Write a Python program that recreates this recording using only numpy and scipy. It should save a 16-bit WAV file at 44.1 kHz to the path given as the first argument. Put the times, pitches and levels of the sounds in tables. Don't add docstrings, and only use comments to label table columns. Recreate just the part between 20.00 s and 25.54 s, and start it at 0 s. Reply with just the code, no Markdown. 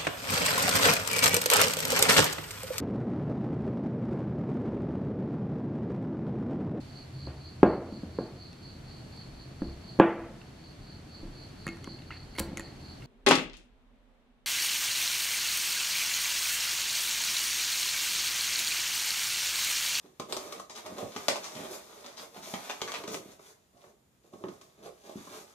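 import sys
import numpy as np
from scipy import signal
from scipy.fft import rfft, irfft, next_fast_len
from scipy.io import wavfile
from scipy.ndimage import map_coordinates

SR = 44100
rng = np.random.default_rng(int(sys.argv[2]) if len(sys.argv) > 2 else 0)


def master(y):
    cut = np.clip(np.atleast_2d(y).T, -1, 1)
    pcm = np.round(cut * 32767)
    wavfile.write(sys.argv[1], SR, pcm.astype(np.int16))


N = 244314
RING_SIZE = 4096


def amp(db):
    return 10 ** (np.asarray(db) / 20)


def unit(x):
    return x / np.sqrt(np.mean(x ** 2) + 1e-20)


def along(points, hz):
    pitches, values = np.transpose(points)
    return np.interp(np.log(hz + 1), np.log(pitches + 1), values)


def over_time(points):
    return np.interp(np.arange(N) / SR, *np.transpose(points))


def wobble(rate):
    return map_coordinates(rng.standard_normal(int(N * rate / SR) + 4), [np.arange(N) * rate / SR])


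def add(track, start_s, sound):
    part = track[max(round(start_s * SR), 0):][:len(sound)]
    part += sound[:len(part)]


def filtered(x, response):
    size = 2 * next_fast_len(N // 2 + SR // 4)
    return irfft(rfft(x, size) * response(np.fft.rfftfreq(size, 1 / SR)), size)[..., :N]


def through(force, ring):
    return signal.oaconvolve(force, ring)[:len(force)]


def ring_of(tone):
    hz = np.fft.rfftfreq(RING_SIZE, 1 / SR)
    cepstrum = irfft(np.log(amp(along(tone, hz))))
    cepstrum[1:len(hz) - 1] *= 2
    cepstrum[len(hz):] = 0
    ring = irfft(np.exp(rfft(cepstrum)))
    return ring / np.abs(ring).max()


def slips(rate, spread_db):
    happens = rng.random(N) < rate / SR
    size_db = spread_db * np.minimum(rng.exponential(size=N), 5)
    return unit(happens * amp(size_db) * rng.choice([-1, 1], N))


# pitch_hz, likeness (1 = the same)
MIC_LIKENESS = [(100, 0.68), (350, 0.92), (600, 0.0092), (1000, 0.071), (3000, 0.06)]
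def blend_mics(pair):
    def weights(hz):
        angle = np.arccos(np.clip(along(MIC_LIKENESS, hz), -1, 1)) / 2
        return np.array([np.cos(angle), np.sin(angle)])
    mid, side = filtered(pair, weights)
    return np.array([mid + side, mid - side])


# pitch_hz, level_db
AIR_TONE = [(15, -31), (25, -36.5), (49, -7.5), (184, -5), (322, -11), (563, -13.5), (755, -17.5),
            (2080, -23.5), (6190, -29), (6880, -23.5), (7650, -27), (14500, -30)]
# pitch_hz, level_db
HUM_AND_WHINE = [(134.6, -86.5), (7085, -88)]
def background(air_db=-69):
    noises = [through(noise, ring_of(AIR_TONE)) for noise in rng.standard_normal((2, N))]
    air = unit(blend_mics(np.array(noises)))
    t = np.arange(N) / SR
    drift = 0.45 * wobble(23)
    hum = sum(amp(db) * np.sqrt(2) * np.sin(2 * np.pi * hz * t + drift) for hz, db in HUM_AND_WHINE)
    return amp(air_db) * air + hum


# pitch_hz, fade_s
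ROOM_FADE = [(100, 0.19), (400, 0.4), (1200, 0.23), (2500, 0.24), (6000, 0.24), (14000, 0.26)]
def reverb(x, build_s=0.0033, patterns=40):
    noise = rng.standard_normal((patterns, 2, SR // 4))
    hz, t, spectra = signal.stft(noise, SR, nperseg=256)
    fade = amp(-60 * t / along(ROOM_FADE, hz)[:, None])
    tails = signal.istft(spectra * fade, SR, nperseg=256)[1]
    tails *= (1 - np.exp(-np.arange(tails.shape[-1]) / SR / build_s)) ** 2
    out = np.zeros((2, N))
    step = N // patterns + 1
    for k, pair in enumerate(tails):
        piece = x[k * step:][:step]
        for mic, tail in zip(out, pair):
            add(mic, k * step / SR, signal.fftconvolve(piece, tail / np.linalg.norm(tail)))
    return blend_mics(out)


# pitch_hz, level_db
ROOM_NOTES = [(194, 0), (320, -8), (376, 2.5), (450, -6), (606, -7.5), (803, -14.5), (963, -15.5),
              (1236, 6)]
def standing_waves(x, fade_s=0.7):
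    t = np.arange(SR // 2) / SR
    fade = amp(-60 * t / fade_s)
    notes = sum(amp(db) * np.cos(2 * np.pi * hz * t) for hz, db in ROOM_NOTES)
    return through(x, notes * fade / fade.sum())


def near_paths(x, echo_db, lag_s, echo_s=0.0048):
    def response(hz):
        delay = lambda s: np.exp(-2j * np.pi * hz * s)
        right_lag = lag_s * hz ** 2 / (hz ** 2 + 700 ** 2)
        bounce = amp(echo_db) * hz / (hz + 900)
        return np.array([delay(lag) + bounce * delay(echo_s + 2 * lag) for lag in (0, right_lag)])
    return amp(-5) * filtered(x, response)


# time_s, share (of the sound from there)
PUPPY_SWING = [(2.55, 0.49), (2.66, 0.62), (3.2, 0.75), (3.4, 0.11)]
def arriving(x, echo_db):
    swung = over_time(PUPPY_SWING)
    from_left = near_paths(x * (1 - swung), echo_db, lag_s=0.0003184)
    from_ahead = near_paths(x * swung, echo_db, lag_s=0.00007)
    return from_left + from_ahead


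# pitch_hz, level_db
CARPET_TONE = [(20, -65), (45, -18), (65, -26.5), (100, -9), (140, -8), (195, -1.5), (270, -2.5),
               (400, -9.5), (900, -47), (3000, -108)]
# start_s, level_db
LANDINGS = [(0.042, -46.5), (0.197, -26.5), (0.366, -32), (0.9, -36.5), (0.922, -33), (1.028, -26),
            (1.16, -30), (1.284, -32), (1.561, -33), (1.604, -33), (2.375, -40), (2.536, -27), (2.817, -40),
            (3.079, -30.5), (3.139, -30), (3.258, -38.5), (3.745, -50.5), (4.335, -37.5), (4.439, -32.5),
            (4.484, -33), (4.852, -46.5), (5.156, -26.5), (5.272, -41)]
def carpet_bumps(drone_db, shuffle_db=-7.5):
    thud = ring_of(CARPET_TONE)
    out = unit(through(slips(rate=300, spread_db=1.5), thud)) * amp(drone_db + shuffle_db)
    for start_s, level_db in LANDINGS:
        add(out, start_s, amp(level_db) * thud)
    return out


# pitch_hz, width_hz, level_db
BOX_NOTES = [(197, 63, -10.5), (320, 83, -8), (385, 50, -5.5), (449, 60, -6.5), (603.6, 96, -0.5),
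             (717, 71, -7.5), (787, 68, -9), (962, 76, -12.5), (1094, 35.5, -6.5), (1210, 108, 0.5),
             (1620, 85, -16), (1850, 170, -15.5), (2240, 80, -14.5), (2430, 110, -26)]
def box_ring(spot_hz, reach_octaves, scatter_db=0, flex_s=0.0018, damping=1, detune=0):
    hz, width_hz, level_db = np.transpose(BOX_NOTES)
    t = np.arange(RING_SIZE) / SR
    signs = np.where(np.arange(len(hz)) % 2, -1, 1)
    level_luck, pitch_luck = rng.standard_normal((2, len(hz)))
    nearness = np.exp(-(np.log2(hz / spot_hz) / reach_octaves) ** 2)
    gains = signs * amp(level_db + scatter_db * level_luck) * nearness
    waves = np.sin(2 * np.pi * np.outer(hz * np.exp(detune * pitch_luck), t))
    fades = np.exp(-np.pi * damping * np.outer(width_hz, t))
    ring = gains @ (waves * fades)
    ring *= 1 - np.exp(-t / flex_s)
    return ring / np.abs(ring).max()


# pitch_hz, level_db
SLAP_TONE = [(60, -29), (200, -5), (380, -1), (600, -7), (900, -12.5), (1300, -11), (2500, -36),
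             (8000, -61)]
# start_s, level_db, spot_hz (the pitch that spot favours)
BOX_KNOCKS = [(0.044, -41.5, 385), (0.703, -33.5, 790), (0.978, -31, 530), (1.028, -21.5, 566),
              (1.605, -32, 435), (2.047, -37.5, 850), (2.362, -30.5, 890), (3.041, -29.5, 320),
              (3.841, -43, 421), (4.245, -48, 376), (4.336, -38.5, 348), (4.409, -40, 383),
              (4.4402, -23, 330), (4.454, -34, 376), (5.041, -42, 620), (5.074, -38, 555),
              (5.095, -30, 596)]
def knocks():
    out = np.zeros(N)
    for start_s, level_db, spot_hz in BOX_KNOCKS:
        ring = box_ring(spot_hz, 0.9, scatter_db=3, flex_s=0.0014, damping=1.02, detune=0.03)
        add(out, start_s, amp(level_db - 3) * (ring + ring_of(SLAP_TONE)))
    return out


# pitch_hz, level_db
PAPER_TONE = [(30, -70.5), (200, -16), (600, 3.5), (950, 5), (1210, 9), (1380, 0.5), (1520, 3), (1700, 0),
              (1900, 3), (2300, 4.5), (2700, 1.5), (3650, 3), (4000, 0.5), (4400, -0.5), (5000, -1),
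              (6600, -1), (9000, -10), (14500, -21)]
def paper_tick(pitch_hz, boost_db, reach_octaves=1):
    boost = lambda hz: boost_db * np.exp(-(np.log2(hz / pitch_hz) / reach_octaves) ** 2)
    return ring_of([(hz, db + boost(hz)) for hz, db in PAPER_TONE])


def crinkles(rasp_db, above_db=15, spread_db=4.5, centre_hz=3800, count=170):
    out = np.zeros(N)
    moments = rng.random(count) * N
    luck = np.clip(rng.standard_normal((count, 2)), -2, 2)
    for sample, (size, pitch) in zip(moments, luck):
        tick = paper_tick(centre_hz * 2 ** (0.7 * pitch), boost_db=9)
        level_db = rasp_db[int(sample)] + above_db + spread_db * size
        add(out, sample / SR, amp(level_db) * tick)
    return out


# start_s, level_db, length_s, pitch_hz
STROKES = [(0.695, -37, 0.016, 6900), (0.743, -42.5, 0.032, 6400), (1.299, -42, 0.046, 6900),
           (1.425, -37, 0.05, 6400), (2.166, -39, 0.026, 4960), (2.421, -45, 0.023, 6600),
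           (2.684, -35.5, 0.031, 2380), (2.804, -41, 0.014, 1400), (2.868, -31.5, 0.026, 1270),
           (2.937, -30.5, 0.022, 1990), (3.071, -38, 0.025, 6340), (4.613, -60, 0.0095, 3500)]
def scuffs():
    out = np.zeros(N)
    for start_s, level_db, length_s, pitch_hz in STROKES:
        swell = np.sin(np.linspace(0, np.pi, int(length_s * SR)))
        force = slips(rate=1100, spread_db=3)[:len(swell)]
        tick = paper_tick(pitch_hz, boost_db=8, reach_octaves=0.86)
        add(out, start_s, amp(level_db) * swell * unit(through(force, tick)))
    return out


# time_s, level_db
LIGHT_RUSTLE = [(0.0, -65), (0.14, -74), (0.4, -49), (0.67, -68), (0.9, -57.5), (1.45, -51.5), (1.8, -55),
                (2.29, -64.5), (2.7, -50), (3.62, -75.5), (4.07, -85.5), (4.55, -65), (4.75, -72.5),
                (5.2, -60.5), (5.54, -64)]
# start_s, length_s, build_s, drone_db, rasp_db, hiss_db
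BOX_SHOVES = [(0.027, 0.034, 0.022, -60, -65, -69.5), (0.282, 0.05, 0.014, -41, -46, -48),
              (0.424, 0.17, 0.02, -50.5, -52.5, -57), (0.742, 0.045, 0.018, -50.5, -46.5, -50),
              (0.84, 0.039, 0.014, -44, -49.5, -55), (0.888, 0.03, 0.005, -46.5, -67, -62),
              (0.959, 0.055, 0.015, -42.5, -46.5, -49.5), (1.111, 0.13, 0.02, -56, -48.5, -52),
              (1.507, 0.17, 0.019, -46, -47.5, -51), (1.678, 0.074, 0.033, -48, -49, -45),
              (1.874, 0.36, 0.033, -66, -59, -63), (2.038, 0.029, 0.008, -48.5, -46, -53),
              (2.172, 0.062, 0.011, -50.5, -48.5, -50.5), (2.319, 0.08, 0.029, -52, -52, -53),
              (2.413, 0.15, 0.018, -51, -49, -47.5), (2.584, 0.092, 0.008, -61, -50, -54.5),
              (2.836, 0.17, 0.022, -50, -58, -54), (3.087, 0.055, 0.036, -40, -47, -42),
              (3.209, 0.12, 0.011, -58, -58, -59), (3.381, 0.13, 0.05, -62.5, -60, -57),
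              (3.717, 0.19, 0.099, -61.5, -67, -68), (4.227, 0.056, 0.013, -64, -72.5, -70.5),
              (4.319, 0.22, 0.009, -57, -68.5, -66.5), (4.605, 0.036, 0.012, -61, -80, -64),
              (4.753, 0.13, 0.034, -57.5, -64, -72), (4.815, 0.052, 0.019, -48.5, -54.5, -56.5),
              (5.036, 0.088, 0.014, -55.5, -58.5, -58.5), (5.136, 0.28, 0.06, -60.5, -54.5, -55.5),
              (5.266, 0.11, 0.034, -50.5, -51.5, -52.5)]
def shove_levels(let_go_s=0.0074):
    t = np.arange(N) / SR
    rustle_mix = amp([-3, 0, -0.5])
    power = np.outer(rustle_mix, amp(over_time(LIGHT_RUSTLE))) ** 2
    for start_s, length_s, build_s, *levels_db in BOX_SHOVES:
        rise = np.clip((t - start_s) / build_s, 0, 1)
        fall = np.exp(-np.clip((t - start_s - length_s) / let_go_s, 0, 20))
        power += np.outer(amp(levels_db), rise * fall) ** 2
    return 10 * np.log10(power)


# spot_hz, level_db
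RUBBING_SPOTS = [(380, -2.5), (620, 2.5), (1150, -8)]
def wall_drone(drone_db, shift_db=3, firm_db=-47):
    db_per_octave = 0.0201 * (drone_db - firm_db)
    shares = np.array([amp(db + shift_db * wobble(8.3) + db_per_octave * np.log2(hz / 680))
                       for hz, db in RUBBING_SPOTS])
    voices = np.array([unit(through(slips(rate=900, spread_db=4.5), box_ring(hz, reach_octaves=0.72)))
                       for hz, _ in RUBBING_SPOTS])
    return (shares * voices).sum(axis=0) / np.linalg.norm(shares, axis=0) * amp(drone_db)


# pitch_hz, level_db
RASP_TONE = [(300, -41), (800, 7.5), (1300, 6), (1700, 2.5), (2200, 3), (2900, -0.5), (3200, -0.5),
             (3550, 5), (3950, 2.5), (5600, -1.5), (6800, -1.5), (8500, -8), (11000, -8.5), (14500, -12.5)]
def sliding(drone_db, rasp_db, hiss_db, split_hz=4700):
    judder = wobble(45)
    drone = wall_drone(drone_db) * amp(2 * judder)
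    ring = ring_of(RASP_TONE)
    lows = lambda hz: 1 / (1 + (hz / split_hz) ** 6)
    rasp = filtered(through(slips(rate=2200, spread_db=3.5), ring), lows)
    hiss = filtered(through(slips(rate=3800, spread_db=3), ring), lambda hz: 1 - lows(hz))
    return drone + (unit(rasp) * amp(rasp_db) + unit(hiss) * amp(hiss_db)) * amp(1.19 * judder)


def tearing(crumble_s, evenness=0.75):
    t = np.arange(RING_SIZE) / SR
    fibres = 0.46 * rng.standard_normal(len(t)) * (rng.random(len(t)) < 0.3) * np.exp(-t / crumble_s)
    fibres[0] = 1
    spectrum = rfft(fibres)
    flattened = irfft(spectrum / np.abs(spectrum) ** evenness)
    burst = flattened * np.exp(-t / (10 * crumble_s))
    return burst * np.linalg.norm(fibres) / np.linalg.norm(burst)


# start_s, crack_db, wall_db, brightness_db_per_octave, spot_hz, crumble_s
CREASES = [(0.1972, -19, -23, 2, 480, 0.0036), (0.3240, -7.5, -22, 3.5, 840, 0.00087),
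           (0.3668, -12, -22.5, 6, 490, 0.0018), (0.5235, -21, -32, 2.5, 710, 0.0042),
           (0.5966, -25.5, -26.5, 4.5, 800, 0.0048), (0.862, -21.5, -35, 1.5, 556, 0.0022),
           (0.9825, -23.5, -26, 1, 560, 0.0039), (1.1619, -18, -27.5, -0.5, 510, 0.0047),
           (1.2827, 1.5, -15.5, 0, 560, 0.0022), (1.2988, -28, -37, 9, 800, 0.002),
           (1.329, -22, -40, -2, 800, 0.003), (1.3572, -15.5, -37, -1.5, 800, 0.0019),
           (1.365, -17.5, -38, 0.5, 800, 0.0027), (1.5636, -26, -37, -1.5, 400, 0.0031),
           (2.3625, -34, -35, -9.5, 900, 0.0023), (2.5385, -15.5, -33, -4, 700, 0.0034),
           (2.5537, -23, -46, -2, 900, 0.0017), (2.6968, -16, -31.5, -2.5, 700, 0.002),
           (2.7048, -18.5, -35, -3, 900, 0.0017), (2.7105, -25, -50, -2, 900, 0.002),
           (2.8163, -9.5, -24.5, -0.5, 330, 0.0019), (2.9188, -13, -54, 0.5, 800, 0.0012),
           (2.9395, -12, -42, -1.5, 800, 0.0011), (3, -34, -37, -6, 300, 0.0028),
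           (3.0372, -25, -36, -1.5, 320, 0.0043), (3.078, -23, -29.5, 4.5, 400, 0.0035),
           (3.143, -14, -25, 0.5, 397, 0.0023), (3.3928, -39, -39.5, -3, 597, 0.0022),
           (3.8393, -42, -41.5, -4, 420, 0.004), (4.3352, -37.5, -41, -6, 378, 0.0029),
           (4.4378, -27.5, -52, -8, 380, 0.0021), (4.484, -29, -39, -3, 380, 0.0038),
           (4.612, -35, -50, 2.5, 1010, 0.0059), (5.095, -33, -46, -1, 590, 0.002),
           (5.2695, -35, -37, 0, 1100, 0.0013)]
def crease_snaps(start_delay_s=0.0008):
    out = np.zeros(N)
    for start_s, crack_db, wall_db, brightness, spot_hz, crumble_s in CREASES:
        paper = ring_of([(hz, db + brightness * np.log2(max(hz, 700))) for hz, db in PAPER_TONE])
        kick = box_ring(spot_hz, 1.73, scatter_db=2.5, flex_s=0.00052, damping=1.39, detune=0.025)
        crack = through(tearing(crumble_s), paper)
        add(out, start_s + start_delay_s, amp(crack_db - 3.5) * crack + amp(wall_db) * kick)
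    return out


def scene():
    drone_db, rasp_db, hiss_db = shove_levels()
    rubbing = sliding(drone_db, rasp_db, hiss_db) + scuffs()
    cracks = crease_snaps() + crinkles(rasp_db)
    blows = knocks() + carpet_bumps(drone_db)
    near = arriving(rubbing + blows, echo_db=-11)
    near += arriving(cracks, echo_db=-2.5)
    room = reverb(amp(-3) * rubbing + amp(-6) * cracks + amp(-5.5) * blows)
    room += standing_waves(rubbing + cracks + blows)
    return near + room + background()


# pitch_hz, difference_db
MIC_BALANCE = [(200, 0), (380, -3.5), (700, -5), (1200, -1.5), (2400, 0), (4300, -2), (5400, 5.5),
               (6500, 6), (8200, -5), (10000, 0.5), (15000, 1.5)]
def record(dry, low_cut_hz=45, top_hz=14750):
    def response(hz):
        balance = amp(np.outer([0.5, -0.5], along(MIC_BALANCE, hz)))
        s = 1j * hz / low_cut_hz
        low_cut = s ** 2 / (s ** 2 + s + 1)
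        return balance * low_cut * (hz < top_hz)
    return filtered(dry, response)


dry = scene()
out = record(dry)
master(out)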